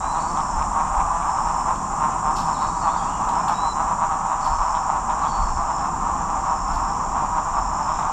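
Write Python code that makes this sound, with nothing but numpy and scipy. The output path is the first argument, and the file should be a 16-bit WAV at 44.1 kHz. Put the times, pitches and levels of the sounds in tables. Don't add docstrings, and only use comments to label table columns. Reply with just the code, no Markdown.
import sys
import numpy as np
from scipy import signal
from scipy.fft import rfft, irfft, next_fast_len
from scipy.io import wavfile

SR = 44100
rng = np.random.default_rng(int(sys.argv[2]) if len(sys.argv) > 2 else 0)


def file_out(sig):
    cols = np.atleast_2d(sig).T
    lim = np.clip(cols, -1, 1)
    pcm = np.round(lim * 32767).astype(np.int16)
    wavfile.write(sys.argv[1], SR, pcm)


N = 358091
CROAK_HZ = 158.1


def undb(db):
    return 10 ** (np.asarray(db) / 20)


def clock():
    return np.arange(N) / SR


def noise():
    return rng.standard_normal(N)


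def tone(hz):
    return np.sqrt(2) * np.sin(2 * np.pi * np.cumsum(hz) / SR)


def add(out, start_s, x):
    i = int(start_s * SR)
    out[i:i + len(x)] += x[:len(out) - i]


def walk(rate_hz, size=N):
    places = np.arange(size) * rate_hz / SR
    return np.interp(places, np.arange(4096), rng.standard_normal(4096))


def gate(length_s, edge_s):
    t = np.arange(int(length_s * SR)) / SR
    return np.clip(np.minimum(t, length_s - t) / edge_s, 0, 1)


def colour(x, spectrum):
    hz, db = np.transpose(spectrum)
    n = next_fast_len(len(x))
    bins_hz = np.arange(n // 2 + 1) * SR / n + 1e-9
    gain_db = np.interp(np.log(bins_hz), np.log(hz), db, left=-150, right=-150)
    y = irfft(rfft(x, n) * undb(gain_db), n)[:len(x)]
    return y / np.sqrt(np.mean(y ** 2))


def forest(x, t60_s, wet_db):
    t = np.arange(int(SR * t60_s)) / SR
    tail = rng.standard_normal(SR)[:len(t)] * undb(-60 * t / t60_s)
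    path = undb(wet_db) * tail / np.sqrt(np.sum(tail ** 2))
    path[0] += 1
    return signal.oaconvolve(x, path)[:N]


def distance(haze_db=-47.5, rumble_db=-37.5):
    # f/Hz, gain/dB
    haze_band = [(2500, -20), (4000, -28.5), (4900, -11.5), (5600, 0.5), (6500, -7.5), (9000, -19),
                 (10500, -27.5), (12500, -36), (14500, -42), (15700, -55.5)]
    rumble_band = [(70, -4.5), (110, -5), (170, 0.5), (310, -7.5), (420, -14), (600, -15.5)]
    haze = undb(haze_db + 0.8 * walk(4)) * colour(noise(), haze_band)
    rumble = undb(rumble_db + 1.7 * walk(3)) * colour(noise(), rumble_band)
    return haze + rumble


def wind(breeze_db=-35.5, rise_s=0.08, fall_s=0.13):
    # t/s, level/dB
    gusts = [(.6, -33), (1.0, -32), (1.5, -34), (4.55, -31), (5.47, -25.5), (6.05, -34.5), (6.72, -33.5),
             (7.6, -37)]
    # f/Hz, gain/dB
    buffet_band = [(15, 3.5), (40, 5), (70, -4), (120, -18.5)]
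    strength = np.full(N, undb(breeze_db))
    for peak_s, db in gusts:
        late_s = clock() - peak_s
        width_s = np.where(late_s < 0, rise_s, fall_s)
        strength += undb(db) * np.exp(-(late_s / width_s) ** 2)
    return strength * undb(0.75 * walk(6.6)) * colour(noise(), buffet_band)


def foliage(tick_decay_s=0.0071):
    # t/s, level/dB, treble offset/dB
    ticks = [(1.7544, -40, -19.5), (3.29, -32.5, -24), (3.4817, -29, -20), (5.7813, -44, -45),
             (5.9623, -51, -16), (6.0794, -47, -28)]
    # t/s, length/s, level/dB
    rustles = [(2.352, 0.069, -41.5), (4.446, 0.033, -43), (6.728, 0.038, -49.5)]
    # f/Hz, gain/dB
    leaf_band = [(2500, -4), (4500, -2.5), (5700, 2), (7000, -10), (10000, -17.5), (14000, -20),
                 (14800, -41)]
    body, treble, shake = np.zeros((3, N))
    onset = gate(0.05, 0.0015)
    tick = onset * np.exp(-np.arange(len(onset)) / SR / tick_decay_s)
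    for start_s, db, treble_db in ticks:
        add(body, start_s, undb(db - 4.5) * tick)
        add(treble, start_s, undb(db + treble_db) * tick)
    for start_s, length_s, db in rustles:
        add(shake, start_s, undb(db) * gate(length_s, 0.007))
    body *= colour(noise(), [(2000, -5), (3000, 0.5), (6000, -4), (8000, -16)])
    treble *= colour(noise(), [(8000, -7), (10000, -3), (12800, -5), (13500, -26)])
    crackle = colour(noise() * undb(2.8 * walk(220)), leaf_band)
    return forest(body + treble + shake * crackle, t60_s=0.64, wet_db=-0.5)


def birds(swell_db=10, fade_db=8):
    # t/s, length/s, start f/Hz, peak f/Hz, end level/dB
    whistles = [(0, .135, 3840, 4000, -48), (3.536, 0.199, 3840, 4040, -38.5)]
    # t/s, length/s, start f/Hz, end f/Hz, start level/dB
    notes = [(.115, .03, 4250, 4050, -52), (.145, .03, 4100, 3200, -52), (.195, .06, 4500, 4600, -52),
             (.275, .04, 4480, 4500, -55), (2.53, .055, 4400, 3300, -50), (2.6, .04, 3850, 3950, -52),
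             (2.61, .04, 4500, 4420, -51), (2.77, .03, 4950, 4950, -51), (2.815, .06, 4400, 4300, -49),
             (2.88, .05, 3300, 3950, -50), (2.96, .04, 4750, 4750, -54), (2.99, .04, 3200, 3500, -50),
             (3.07, .05, 2650, 3100, -50), (4.408, .012, 5600, 4350, -48), (4.425, .025, 4300, 4900, -48),
             (5.22, .04, 4500, 3250, -52), (5.255, .02, 3250, 3500, -48), (5.28, .1, 4500, 4420, -48)]
    close, far = np.zeros((2, N))
    for start_s, length_s, from_hz, peak_hz, db in whistles:
        window = gate(length_s, 0.01)
        progress = np.linspace(0, 1, len(window))
        hz = from_hz + (peak_hz - from_hz) * np.sin(2.5 * progress ** 1.7)
        add(close, start_s, window * undb(db - swell_db * (1 - progress)) * tone(hz))
    for start_s, length_s, from_hz, to_hz, db in notes:
        window = gate(length_s, 0.0013)
        n = len(window)
        hz = np.linspace(from_hz, to_hz, n) * (1 + 0.016 * walk(150, n))
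        add(far, start_s, window * undb(db - np.linspace(0, fade_db, n)) * tone(hz))
    return forest(close, t60_s=0.6, wet_db=-11) + forest(far, t60_s=1, wet_db=5)


def cicadas(near_db=-42, high_db=-46.5, throb_hz=57.6, fade_from_s=1.4, fade_db_per_s=1.14):
    # f/Hz, gain/dB
    near_band = [(6500, -3.5), (6900, 1), (7300, 8), (7550, -5), (7900, -11)]
    high_band = [(7400, 3.5), (8300, 1), (8900, -12.5), (9500, -11.5), (10300, -23.5)]
    throb = 1 + 0.065 * np.sin(2 * np.pi * throb_hz * clock())
    fade_db = fade_db_per_s * np.maximum(clock() - fade_from_s, 0)
    near = undb(near_db + 0.21 * walk(10)) * throb * colour(noise(), near_band)
    high = undb(high_db - fade_db + 0.37 * walk(9.4)) * colour(noise(), high_band)
    return near + high


def katydid(stroke_hz=104.3, chirp_hz=14):
    # t/s, level/dB
    levels = [(0, -53), (5.5, -55), (8.12, -62)]
    # f/Hz, gain/dB
    wing_band = [(5600, -20), (5850, 0), (6250, -1), (6500, -20)]
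    phase = clock() * stroke_hz % 1
    strong = np.exp(-phase / 0.11)
    weak = 0.5 * np.exp(-((phase - 0.5) % 1) / 0.12)
    chirp_cycles = np.cumsum(chirp_hz * (1 + 0.016 * walk(1))) / SR
    chirps = np.clip(np.sin(2 * np.pi * chirp_cycles) + 0.25, 0, 1)
    scrape = forest((strong + weak) * chirps * noise(), t60_s=0.14, wet_db=-1.5)
    level_db = np.interp(clock(), *np.transpose(levels))
    return undb(level_db) * colour(scrape, wing_band)


def cricket(wing_hz=5360, stroke_hz=64.5, stroke_db=-43.7, duty=0.6):
    # t/s, length/s
    trills = [(.28, .39), (1.25, .45), (2.23, .49), (3.32, .44), (4.41, .45), (5.42, .48), (6.46, .5),
              (7.52, .48)]
    song = np.zeros(N)
    for start_s, length_s in trills:
        window = gate(length_s, 0.025)
        n = len(window)
        phase = np.cumsum(stroke_hz * (1 + 0.03 * walk(20, n)) / SR) % 1
        hz = wing_hz * (1 + 0.005 * walk(40, n) - 0.025 * (phase - 0.3))
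        strokes = np.sin(np.pi * np.clip(phase / duty, 0, 1))
        add(song, start_s, window * strokes * tone(hz))
    return forest(song * undb(stroke_db + 1.5 * walk(30)), t60_s=0.3, wet_db=-8)


def vocal_pulses(hz, scatter_db):
    cycle = np.floor(np.cumsum(hz / SR)).astype(int)
    size = undb(scatter_db * rng.standard_normal(4096))[cycle]
    return np.diff(cycle, prepend=0) * size * np.sqrt(SR / hz)


def close_frog():
    # t/s, length/s, upper level/dB, lower level/dB
    rasps = [(0.365, 0.051, -54, -58), (0.597, .035, -57, -49), (.79, .031, -58, -47),
             (0.997, 0.026, -54, -40), (1.21, .03, -60, -47), (4.746, .038, -50.5, -68),
             (5.09, .031, -54, -55), (7.88, 0.21, -57, -59)]
    # f/Hz, gain/dB
    upper_band = [(2600, -25), (3000, 6), (3900, 7), (4300, -28)]
    lower_band = [(1900, -20), (2250, 3), (2550, -2), (2900, -22)]
    upper, lower = np.zeros((2, N))
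    for start_s, length_s, upper_db, lower_db in rasps:
        add(upper, start_s, undb(upper_db) * gate(length_s, 0.0022))
        add(lower, start_s, undb(lower_db) * gate(length_s, 0.0049))
    pulses = vocal_pulses(CROAK_HZ * (1 + 0.013 * walk(60)), scatter_db=3.5)
    return upper * colour(pulses, upper_band) + lower * colour(pulses, lower_band)


def frog_chorus(croak_s=0.13, far_callers=5, far_db=-26, rasp_gain_db=-27.5):
    # centre t/s, level/dB
    croaks = [(.169, -23), (.383, -25.5), (.607, -24), (.801, -23.5), (0.998, -24.5), (1.177, -23.5),
              (1.487, -24), (1.696, -23.5), (2.04, -20), (2.27, -22.5), (2.5, -24.5), (2.64, -23.5),
              (2.866, -21.5), (3.034, -28), (3.384, -22.5), (3.514, -21), (3.651, -23), (3.792, -21.5),
              (3.9, -22), (4.03, -21), (4.126, -22.5), (4.315, -22), (4.53, -24), (4.67, -25.5),
              (4.758, -23.5), (4.91, -22.5), (5.122, -23), (5.262, -22.5), (5.594, -25.5), (5.715, -24.5),
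              (5.856, -27), (6.05, -26), (6.305, -25.5), (6.514, -24), (6.715, -24), (6.899, -29.5),
              (7.176, -32.5), (7.375, -24), (7.578, -23.5), (7.809, -27.5), (7.901, -25.5), (8.048, -23.5)]
    # f/Hz, gain/dB
    throat_band = [(450, -34), (540, -23.5), (640, -14), (780, -6), (960, -0.5), (1140, -2.5), (1360, -13),
                   (1800, -29.5), (2200, -56)]
    rasp_band = [(1600, -18.5), (1900, 2.5), (2600, 2.5), (3200, -5), (4500, -11.5)]
    near, far = np.zeros((2, N))
    swell = np.sin(np.linspace(0, np.pi, int(croak_s * SR))) ** 2
    for centre_s, db in croaks:
        hz = CROAK_HZ * (1 + 0.035 * rng.standard_normal() + 0.04 * walk(70, len(swell)))
        croak = swell * vocal_pulses(hz, scatter_db=1.8)
        croak *= undb(db) * np.sqrt(np.sum(swell ** 2) / np.sum(croak ** 2))
        add(near, centre_s - croak_s / 2, forest(croak, t60_s=0.16, wet_db=-5))
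    for _ in range(far_callers):
        hz = CROAK_HZ * (1 + 0.05 * walk(7) + 0.06 * walk(100))
        caller = undb(far_db + 3.4 * walk(24)) * vocal_pulses(hz, scatter_db=3.8)
        far += forest(caller, t60_s=0.27, wet_db=5.54) / far_callers
    rms = np.sqrt(np.mean((near + far) ** 2))
    body = colour(near + far, throat_band)
    rasp = undb(rasp_gain_db) * colour(near + 1.06 * far, rasp_band)
    return rms * (body + rasp)


def scene():
    frogs = frog_chorus() + close_frog()
    insects = cricket() + katydid() + cicadas()
    return (frogs + insects + birds() + foliage() + wind() + distance())[None]


def record(dry):
    return signal.sosfilt(signal.ellip(8, 0.2, 70, 15750, fs=SR, output="sos"), dry)


dry = scene()
out = record(dry)
file_out(out)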